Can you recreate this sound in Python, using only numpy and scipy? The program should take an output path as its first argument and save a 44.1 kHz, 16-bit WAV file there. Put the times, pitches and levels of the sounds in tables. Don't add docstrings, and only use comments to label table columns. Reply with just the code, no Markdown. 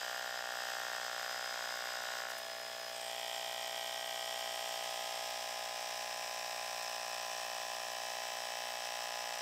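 import sys
import numpy as np
from scipy import signal
from scipy.io import wavfile

SR = 44100
rng = np.random.default_rng(int(sys.argv[2]) if len(sys.argv) > 2 else 0)


def generate_wav(sig):
    pcm = np.round(np.clip(np.atleast_2d(sig).T, -1, 1) * 32767).astype(np.int16)
    wavfile.write(sys.argv[1], SR, pcm)


N = 414981
TIME = np.arange(N) / SR


def from_db(db):
    return 10 ** (np.asarray(db) / 20)


def rms(x):
    return np.sqrt(np.mean(x ** 2) + 1e-20)


def butter(x, kind, hz, order=2):
    sos = signal.butter(order, np.clip(hz, 10, .45 * SR), kind, fs=SR, output="sos")
    return signal.sosfilt(sos, x + 1e-18)


def noise(low_hz, high_hz, order=2):
    x = butter(rng.standard_normal(N), "band", [low_hz, high_hz], order=order)
    return x / rms(x)


def drift(rate_hz):
    knots = rng.standard_normal(400)
    return np.interp(TIME * rate_hz, np.arange(len(knots)), knots)


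def swell(s, length):
    return np.exp(-((TIME - s) / length) ** 2)


def resonate(x, peaks):
    for hz, width_hz, db in peaks:
        root_gain = from_db(db / 2)
        width = np.tan(np.pi * min(width_hz, SR / 4) / SR)
        middle = -2 * np.cos(2 * np.pi * hz / SR)
        zeros = [1 + width * root_gain, middle, 1 - width * root_gain]
        poles = [1 + width / root_gain, middle, 1 - width / root_gain]
        x = signal.lfilter(zeros, poles, x)
    return x


def disperse(x, hz, width_hz):
    radius = np.exp(-np.pi * width_hz / SR)
    poles = [1, -2 * radius * np.cos(2 * np.pi * hz / SR), radius * radius]
    return signal.lfilter(poles[::-1], poles, x)


def crank_turns():
    # t/s, speed/(turns per minute)
    crank_speed = [(0, 3668.6), (1.7, 3633.8), (6.2, 3587.1), (9.41, 3582)]
    start_turns = .118
    rpm = np.interp(TIME, *np.transpose(crank_speed))
    turns = start_turns + np.cumsum(rpm) / (60 * SR)
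    return turns + .005 * drift(rate_hz=7)


def pose():
    # start t/s, duration/s
    moves = [(2.306, .12), (2.883, 0.38), (4.2, 2.86)]
    now = 0
    for start_s, length_s in moves:
        remaining = 1 - np.clip((TIME - start_s) / length_s, 0, 1)
        now = now + 1 - remaining ** 2
    return now


def loudness():
    # knock level in 450-1000 Hz/dB, rasp level in 4-14 kHz/dB
    pose_levels = [(-47.8, -47.5), (-49, -50.5), (-46, -48), (-46, -48)]
    # t/s, gain/dB, length of swell/s
    rasp_dips = [(0.403, -2, 0.17), (2.263, -2.5, 0.053)]
    # t/s, gain/dB, length of swell/s
    nearest = [(4.8, 1.3, 0.58)]
    now = pose()
    knock_db, rasp_db = (np.interp(now, np.arange(len(db)), db) for db in np.transpose(pose_levels))
    near_db = sum(db * swell(s, length) for s, db, length in nearest)
    dip_db = sum(db * swell(s, length) for s, db, length in rasp_dips)
    return knock_db + near_db, rasp_db + near_db + dip_db


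def radiate(x, poses, band_hz):
    now, out = pose(), 0
    for k, peaks in enumerate(poses):
        rung = resonate(x, peaks)
        nearness_to_pose = np.maximum(1 - abs(now - k), 0)
        out = out + nearness_to_pose * rung / rms(butter(rung, "band", band_hz))
    return out


def knock(turns, jitter_s, uneven_db):
    # share of a turn, level/dB
    contacts = [(.008, 5.5), (0.107, -4), (0.484, -12)]
    # f/Hz, width/Hz, gain/dB
    case_low = [(358, 27, -2), (423, 20, 3)]
    # f/Hz, width/Hz, gain/dB
    on_floor = [(480, 28, -4.5), (711, 30, -11.5), (763, 410, 13.5), (900, 155, -4.5), (1086, 36, 5),
                (1220, 240, -12.5), (1416, 104, 6), (1623, 940, 17.5), (2210, 650, -9.5), (2804, 61, 10),
                (3093, 49, 9.5)]
    gripped = [(682, 156, 13.5), (727, 43, -18), (820, 230, 12), (920, 75, -11), (1070, 240, 3),
               (1200, 65, 0), (1390, 29, 7.5), (1710, 210, 12), (3320, 190, 11)]
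    tilted = [(464, 24, -16), (684, 83, 15), (708, 27.7, -14), (812, 84, 18), (1018, 42, 8),
              (1180, 17, -19), (1255, 32, 24), (1406, 400, -14), (1455, 490, -15.5), (1564, 44, 30),
              (1940, 250, 16.5), (2830, 89, -7), (3249, 540, 20)]
    held = [(462.5, 41, -11.5), (655, 136, 8), (819.4, 63.5, 22), (1011, 35, 18.5), (1066, 270, -9),
            (1310, 23, -22), (1550, 80, -19.5), (1648, 150, 13.5), (1892, 120, 7), (2150, 72, -15),
            (2610, 71, 14.5), (3210, 83, 0), (3940, 95, 13), (5450, 1070, 22)]
    strokes, clicks = np.arange(int(turns[-1]) + 1), np.zeros(N)
    for share, db in contacts:
        late, force = rng.standard_normal((2, len(strokes)))
        contact_s = np.interp(strokes + share, turns, TIME, left=-1, right=-1) + jitter_s * late
        at = contact_s * SR
        inside = (at > 0) & (at < N - 1)
        np.add.at(clicks, at[inside].astype(int), from_db(db + uneven_db * force)[inside])
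    blow = butter(clicks, "high", 540, order=3)
    blow = butter(butter(blow, "low", 750, order=1), "low", 3920)
    blow = disperse(disperse(blow, hz=2080, width_hz=1800), hz=3210, width_hz=550)
    blow = disperse(disperse(blow, hz=5040, width_hz=620), hz=7300, width_hz=4100)
    blow = resonate(blow, case_low)
    return radiate(blow, [on_floor, gripped, tilted, held], band_hz=[450, 1000])


def crank_pulsing(turns, uneven_db):
    # share of a turn, level/dB
    rasp_cycle = [(0.01, 3.5), (.06, -2), (.16, 4.5), (.27, -1), (.5, 2), (.62, 3), (.75, 5.5), (.9, 5.5)]
    share, db = np.transpose(rasp_cycle)
    strokes = np.arange(int(turns[-1]) + 2)
    chance = np.interp(turns, strokes, rng.standard_normal(len(strokes)))
    return from_db(np.interp(turns, share, db, period=1) + uneven_db * chance)


def tooth_pattern(turns, count=60, size=735):
    stage, blend = np.divmod(turns / count, 1)
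    stage, tooth = stage.astype(int), (turns % 1 * size).astype(int)
    roughness = rng.standard_normal((stage[-1] + 2, size))
    return np.sqrt(1 - blend) * roughness[stage, tooth] + np.sqrt(blend) * roughness[stage + 1, tooth]


def rasp(turns, pulsing, grit_db, teeth_db):
    # f/Hz, width/Hz, gain/dB
    on_floor = [(338, 380, -9.5), (1835, 150, 5.5), (2330, 960, -5.5), (4250, 180, -11), (5036, 124, 11),
                (7770, 980, 5), (10740, 4900, -12.5), (12150, 830, 17), (14800, 1500, 12.5),
                (15100, 4700, -14.5)]
    gripped = [(467.0, 3900, -3.5), (646, 330, 7), (1830, 210, 8), (3350, 410, 5.5), (5060, 220, 12.5),
               (10000, 1629.0, -6.5)]
    tilted = [(362, 250, -5), (780, 140, 7), (1240, 170, -7), (3030, 470, 3.5), (3490, 330, 5.5),
              (4270, 720, -3.5), (4880, 390, 6), (5050, 320, 3.5), (5540, 280, 9), (7500, 460, 6.5),
              (8430, 480, 4.5), (9250, 310, 5), (10500, 2300, -5), (12030, 340, 12.5)]
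    held = [(322, 260, -14), (830, 210, 0.5), (1495, 440, -6.5), (2180, 70, -11.5), (3630, 210, -1),
            (4370, 940, -6.5), (4800, 160, 4.5), (5160, 210, 10), (5300, 146, -3), (5810, 190, 6.5),
            (6900, 250, -4), (7650, 330, 3), (7970, 150, 8.5), (9300, 260, 6.5), (10020, 280, 10),
            (10290, 2800, -12), (12010, 330, 8.5), (13000, 870, -8)]
    teeth = from_db(teeth_db) * butter(tooth_pattern(turns), "band", [1000, 6000], order=1)
    air = rng.standard_normal(N) * from_db(grit_db * noise(40, 730))
    grit = (teeth + air) * pulsing
    grit = butter(butter(grit, "high", 560), "low", 5570, order=1)
    return radiate(grit, [on_floor, gripped, tilted, held], band_hz=[4000, 14000])


def hum(turns):
    order_levels = [-92, -75.5, -126.5, -73]
    total = 0
    for order, db in enumerate(order_levels, 1):
        total = total + np.sqrt(2) * from_db(db) * np.sin(2 * np.pi * order * turns)
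    return total


def rumble():
    return from_db(-83.5) * noise(47, 240, order=1)


def scuff():
    # t/s, level/dB, length of swell/s
    floor_scuffs = [(2.305, -52, .014), (2.386, -48, .009)]
    envelope = sum(from_db(db) * swell(s, length) for s, db, length in floor_scuffs)
    return envelope * noise(3000, 14000, order=1)


def squeal(pulsing):
    start_s, attack_s, hold_s, release_s = 2.9, .03, .14, .07
    corners_s = start_s + np.cumsum([0, attack_s, hold_s, release_s])
    envelope = np.interp(TIME, corners_s, [0, 1, 1, 0])
    chirps = butter(rng.standard_normal(N) * pulsing ** 4, "band", [7980, 8220], order=2)
    return from_db(-55) * envelope * chirps / rms(chirps)


def stereo(mono):
    middle_side = from_db(-19.0) * butter(mono, "band", [1300, 2200], order=3)
    high_side = from_db(-20.0) * butter(np.gradient(mono), "band", [8500, 10300], order=4)
    return np.array([mono + middle_side - high_side, mono - middle_side + high_side])


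def scene():
    turns = crank_turns()
    knock_db, rasp_db = loudness()
    pulsing = crank_pulsing(turns, uneven_db=.5)
    pump = from_db(knock_db) * knock(turns, jitter_s=.000015, uneven_db=0.28)
    pump = pump + from_db(rasp_db) * rasp(turns, pulsing, grit_db=1.6, teeth_db=0.5)
    mono = pump + hum(turns) + rumble() + scuff() + squeal(pulsing)
    return stereo(mono)


def record(dry):
    cutoff_hz, ripple_db, rejection_db = 15600, .1, 80
    return signal.sosfilt(signal.ellip(12, ripple_db, rejection_db, cutoff_hz, fs=SR, output="sos"), dry)


dry = scene()
out = record(dry)
generate_wav(out)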